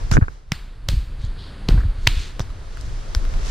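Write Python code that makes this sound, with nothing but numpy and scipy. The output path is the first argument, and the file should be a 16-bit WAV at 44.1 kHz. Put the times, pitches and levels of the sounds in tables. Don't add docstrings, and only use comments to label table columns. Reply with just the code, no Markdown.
import sys
import numpy as np
from scipy import signal
from scipy.fft import rfft, irfft
from scipy.io import wavfile
from scipy.ndimage import uniform_filter1d

SR = 44100
rng = np.random.default_rng(int(sys.argv[2]) if len(sys.argv) > 2 else 0)


def generate_wav(sig):
    pcm = np.round(np.clip(np.atleast_2d(sig).T, -1, 1) * 32767).astype(np.int16)
    wavfile.write(sys.argv[1], SR, pcm)


N = 154350
T = np.arange(N) / SR

# time_s, width (0 mono, 1 full)
STEREO_WIDTH = [(0, 0.72), (.35, 0.88), (.55, 0.26), (.85, 0.15), (1.0, .01), (1.97, 0), (2.1, 0.33),
                (2.5, 0.46), (3.5, 0.85)]
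# start_s, level_db (middle), decay_ms (time constant)
MOUNT_KNOCKS = [(0.1223, -31, 5.9), (0.137, -29, 3.5), (0.152, -31.5, 7.6), (0.1691, -18.5, 1.15),
                (0.1767, -22.5, 1.75), (0.212, -32.5, 6.5), (0.224, -30, 5.3), (.236, -37.5, 7.4),
                (.282, -33.5, 2.4), (1.708, -36.5, 1.5), (1.776, -33.5, 6.1), (1.835, -41, 3)]


def undb(db):
    return 10 ** (np.asarray(db) / 20)


def curve(rows):
    return np.interp(T, *np.array(rows).T)


def unit(x):
    return x / np.sqrt(np.mean(x ** 2))


def colour(x, *tables, size=8192):
    log_hz = np.log(np.maximum(np.arange(size // 2 + 1) * SR / size, 1))
    gain_db = 0
    for table in tables:
        freq_hz, point_db = np.array(table).T
        gain_db = gain_db + np.interp(log_hz, np.log(freq_hz), point_db)
    cepstrum = irfft(np.log(undb(gain_db)))
    cepstrum[1:size // 2] *= 2
    cepstrum[size // 2 + 1:] = 0
    impulse = irfft(np.exp(rfft(cepstrum)))[:size // 2]
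    return signal.fftconvolve(x, impulse)[:len(x)]


def band(x, hz, ratio, order=1):
    sos = signal.butter(order, [hz / ratio, hz * ratio], "band", fs=SR, output="sos")
    return signal.sosfilt(sos, x)


def add(out, x, start_s):
    i = int(start_s * SR)
    out[:, i:i + x.shape[1]] += x[:, :N - i]


def burst(decay_ms, size=4096):
    return rng.standard_normal((2, size)) * np.exp(-T[:size] * 1e3 / decay_ms)


def blow(x, level_db):
    level_window_s = 0.008
    return x * undb(level_db) * np.sqrt(level_window_s * SR / np.sum(x ** 2))


def garden():
    # time_s, level_db
    hiss_level = [(0, -42.5), (.15, -48.5), (.2, -57), (.33, -53.5), (.46, -61), (.6, -52.5), (.8, -54),
                  (1.1, -50), (1.5, -45), (2.0, -46.5), (2.6, -48), (2.85, -45.5), (3.3, -42.5),
                  (3.5, -39.5)]
    # freq_hz, gain_db
    wide_colour, narrow_colour = [(240, -11.5), (400, -2), (660, -4.3), (1440, -10.5), (2090, -12.5),
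                                  (2630, -16.5), (5520, -14), (12300, -37), (16000, -53)], [(240, 0), (400, -0.5), (700, -6.5), (1500, -6),
                                                     (2400, -12.5), (4600, -13), (5700, -27), (8500, -25.5),
                                                     (10700, -27.5), (12000, -37), (16000, -73)]
    # freq_hz, gain_db
    side_colour = [(200, 1.5), (600, -2), (1200, 4.5), (2200, 0.5), (4000, -5), (7000, 3), (14000, -3)]
    rumble_db, wide_cut_db = 2, 11

    width = curve(STEREO_WIDTH)
    wide_noise, narrow_noise, side_noise, rumble_noise = rng.standard_normal((4, N))
    wide = unit(colour(wide_noise, wide_colour))
    narrow = unit(colour(narrow_noise, narrow_colour))
    mid = width * wide + np.sqrt(1 - width ** 2) * narrow
    side = colour(unit(colour(side_noise, wide_colour)), side_colour)
    rumble = unit(band(rumble_noise, 115.4, ratio=1.57, order=2))
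    rumble = rumble * undb(rumble_db - wide_cut_db * width)
    return np.array([mid + rumble, side]) * undb(curve(hiss_level))


def buffeting():
    # time_s, level_db
    gust_level = [(0, -23), (.1, -23), (.16, -12), (.27, -27), (.42, -45), (.54, -32), (.82, -35.5),
                  (.92, -17), (1.05, -29.5), (1.25, -26), (1.5, -36.5), (1.6, -36), (1.74, -11),
                  (1.95, -27.5), (2.12, -15.5), (2.3, -33.5), (2.45, -26), (2.6, -32.5), (2.8, -28.5),
                  (2.93, -22), (3.05, -30.5), (3.22, -19), (3.5, -23)]
    # freq_hz, gain_db
    air_colour = [(12, -6.5), (28, 10.5), (55, -1.5), (125, -13), (190, -30.5), (330, -36), (900, -75.5)]
    side_db, flutter_db = -9.5, -6

    def steady(x):
        return x / np.sqrt(uniform_filter1d(x ** 2, size=4000))

    mid, side = (steady(colour(noise, air_colour)) for noise in rng.standard_normal((2, N)))
    gust = undb(curve(gust_level))
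    flutter = unit(band(rng.standard_normal(N), 164, ratio=1.8, order=2))
    flutter = flutter * gust ** 2 * undb(flutter_db)
    return np.array([mid * gust + flutter, side * gust * undb(side_db)])


def swishes(size=32768):
    # peak_s, level_db, rise_s, fall_s, centre_hz, broad_db (broad hiss against the resonance)
    sleeve_moves = [(0.131, -33, 0.015, 0.029, 5450, 2), (1.24, -50, 0.046, 0.053, 3770, -2),
                    (1.418, -47, 0.046, 0.11, 3800, -25), (1.801, -41.5, 0.02, 0.021, 1500, -15),
                    (2.218, -41, 0.16, 0.078, 3780, 7), (2.413, -42, 0.011, 0.015, 4970, -3),
                    (2.828, -52.5, 0.12, 0.17, 5050, 28), (3.495, -37.5, 0.054, 0.046, 5350, 23)]
    cloth_hz, side_db = 3180, -3

    out = np.zeros((2, N))
    for peak_s, level_db, rise_s, fall_s, centre_hz, broad_db in sleeve_moves:
        start_s = max(peak_s - size / SR / 2, 0)
        t = T[:size] + start_s - peak_s
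        grain_db = 2 * np.repeat(rng.standard_normal(size // 128), 128)
        noise = rng.standard_normal((2, size)) * undb(grain_db)
        resonance = unit(band(noise, centre_hz, ratio=1.25, order=3))
        broad = unit(band(noise, cloth_hz, ratio=2.14, order=3))
        rub = unit(resonance + undb(broad_db) * broad)
        swell = np.exp(-(t / np.where(t < 0, rise_s, fall_s)) ** 2)
        add(out, rub * undb(level_db) * swell, start_s)
    return out * undb([[0], [side_db]])


def porch(zones):
    # freq_hz, gain_db
    echo_colour = [(150, -24), (750, 8), (1500, 9.5), (3000, 7.5), (4500, 13), (5700, 1.5), (9000, 1),
                   (11200, -11.5), (13500, -2.5), (16000, -25)]
    # freq_hz, gain_db
    echo_side = [(1000, 5), (3500, -19), (6500, 13), (13000, 5)]
    gap_s, early_gain, early_s = 0.0037, 1, 0.016
    t60_s, treble_t60_s, split_hz = 0.72, 0.54, 3300

    t = T[:SR]
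    fade_in = np.clip(t / gap_s - 1, 0, 1)
    swell = fade_in * (1 + early_gain * np.exp(-t / early_s))
    noise = rng.standard_normal((2, SR))
    low = signal.sosfiltfilt(signal.butter(3, split_hz, fs=SR, output="sos"), noise)
    treble = noise - low
    tail = low * 1e-3 ** (t / t60_s) + treble * 1e-3 ** (t / treble_t60_s)
    mid, side = (colour(colour(x * swell, zones), echo_colour) for x in tail)
    return np.array([mid, colour(side, echo_side)])


def even_noise(shape):
    x = rng.standard_normal(len(shape)) * shape
    flat = irfft(np.exp(1j * np.angle(rfft(x))))
    return flat * shape ** 0.25


def slaps(size=2048):
    # peak_s, body_db, crack_db, snap_db (zone gains), rise_ms, decay_ms (time constants of the
    # first burst), echo_db (porch gain), palm_hz, palm_db, finger_hz, finger_db (air pockets), hollow_hz
    skin_slaps = [(0.114, -23, -29.5, -30.5, 0.15, 5, -18.5, 770, -13, 1480, -19, 3400),
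                  (0.5198, -25.5, -23.5, -29, 0.33, 0.99, -18.5, 2120, 7.5, 5300, 2.5, 4250),
                  (0.8881, -32, -24.5, -25.5, 1.1, 0.57, -14.5, 553, 14.5, 3320, -3.5, 2420),
                  (1.6880, -24.5, -28, -33, 1.3, 0.74, -12, 2960, 3, 4230, 7.5, 1700),
                  (2.0745, -18, -5, -15, 2.04, 0.8, -22.5, 954, 8, 1980, 0, 1290),
                  (2.3957, -27.5, -35.5, -36.5, 0.9, 0.91, -19.5, 496, 8.5, 5960, 2.5, 4500),
                  (2.4034, -25.5, -41, -45.5, 0.28, 1.8, -37, 378, 4, 3640, 8, 2590),
                  (3.1494, -29, -32, -33, 0.075, 0.56, -20, 1520, -1, 5300, 9.5, 2550)]
    zone_centres = [840, 2760, 6000]
    # freq_hz, gain_db
    skin_colour = [(120, 18), (400, 6.5), (1300, 9), (3100, 8.5), (4300, 9.5), (5500, 8.5), (8000, -2),
                   (11000, -11.5), (13000, -7), (16000, -16)]
    # freq_hz, gain_db
    slap_side = [(1000, -4.5), (3000, 1), (6500, 2.5), (13000, 12)]
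    pocket_ratio, hollow_ratio = 1.046, 1.097

    out = np.zeros((2, N))
    lead = size // 8
    t = T[:size] - T[lead]
    for (peak_s, body_db, crack_db, snap_db, rise_ms, decay_ms, echo_db,
         palm_hz, palm_db, finger_hz, finger_db, hollow_hz) in skin_slaps:
        shape = np.exp(1e3 * np.where(t < 0, t / rise_ms, -t / decay_ms))
        zones = list(zip(zone_centres, (body_db, crack_db, snap_db)))
        mid, side = (colour(blow(even_noise(shape), 0), skin_colour, zones) for _ in range(2))
        palm = undb(palm_db) * band(mid, palm_hz, pocket_ratio)
        finger = undb(finger_db) * band(mid, finger_hz, pocket_ratio)
        hit = np.array([mid + palm + finger, colour(side, slap_side)])
        hollowed = hit - band(hit, hollow_hz, hollow_ratio)
        add(out, hollowed, peak_s - T[lead])
        add(out, porch(zones) * undb(echo_db), peak_s)
    return out


def jolts(size=8192):
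    # start_s, swell_db (envelope peak), pitch_hz
    body_jolts = [(0.116, -7, 116), (0.137, -6.5, 32.7), (.175, 1, 116), (0.185, -1, 208),
                  (0.218, -0.5, 85), (0.5185, -13.5, 136), (0.886, -12.5, 98), (0.932, -11.5, 94),
                  (0.966, -7.5, 52), (1.238, -15.5, 86), (1.276, -16, 34), (1.69, -12.5, 340),
                  (1.6878, -8.5, 130), (1.708, -2.5, 42), (1.74, -10.5, 133), (1.777, -2.5, 44),
                  (1.849, -8.5, 73), (1.878, -8.5, 31.5), (2.0704, -4, 97), (2.168, -12.5, 59),
                  (2.4, -17, 108), (2.881, -20.5, 24), (3.162, -10.5, 49.4), (3.266, -16, 33.5),
                  (3.346, -17, 32)]
    peak_cycles = 0.55

    out = np.zeros((2, N))
    for start_s, swell_db, pitch_hz in body_jolts:
        cycles = T[:size] * pitch_hz
        rise = cycles / peak_cycles
        swell = undb(swell_db) * (rise * np.exp(1 - rise)) ** 2
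        shaken = min(abs(start_s - knock[0]) for knock in MOUNT_KNOCKS) < 0.02
        side_db = -5 if shaken else -17
        mid = -np.sin(2 * np.pi * cycles)
        side = undb(side_db) * np.cos(2 * np.pi * cycles)
        add(out, swell * np.array([mid, side]), start_s)
    return out


def knocks():
    # freq_hz, gain_db
    mount_colour = [(60, -14), (400, 2.5), (850, -7), (1550, 4), (2050, -13), (2550, -13.5), (3200, -38),
                    (8000, -55)]
    side_db = 7.5

    out = np.zeros((2, N))
    for start_s, level_db, decay_ms in MOUNT_KNOCKS:
        mid, side = (colour(x, mount_colour) for x in burst(decay_ms))
        add(out, np.array([blow(mid, level_db), blow(side, level_db + side_db)]), start_s)
    return out


def touches():
    # start_s, level_db (middle), centre_hz
    finger_ticks = [(1.250, -52.5, 6760), (2.503, -47.5, 1210), (2.772, -40.5, 1370), (2.811, -45.5, 5300),
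                    (3.252, -41.5, 1100), (3.339, -43, 1920)]

    out = np.zeros((2, N))
    for start_s, level_db, centre_hz in finger_ticks:
        mid, side = band(burst(decay_ms=1.0), centre_hz, ratio=1.1)
        add(out, np.array([blow(mid, level_db), blow(side, level_db + 2)]), start_s)
    return out


def scene():
    mid, side = garden() + buffeting() + swishes() + slaps() + jolts() + knocks() + touches()
    side = side * curve(STEREO_WIDTH)
    return np.array([mid + side, mid - side])


def record(dry):
    limit_db, release_db_per_s, top_hz = -2.5, 39, 15800

    power = uniform_filter1d((dry ** 2).max(axis=0), size=48)
    over_db = np.maximum(10 * np.log10(np.abs(power) + 1e-9) - limit_db, 0)
    release_db = release_db_per_s * T
    duck_db = np.maximum.accumulate(over_db + release_db) - release_db
    gain = uniform_filter1d(undb(-duck_db), size=32)
    held = np.clip(dry * gain, -1, 1)
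    top_cut = signal.ellip(8, 0.2, 80, top_hz, fs=SR, output="sos")
    return signal.sosfilt(top_cut, held)


dry = scene()
out = record(dry)
generate_wav(out)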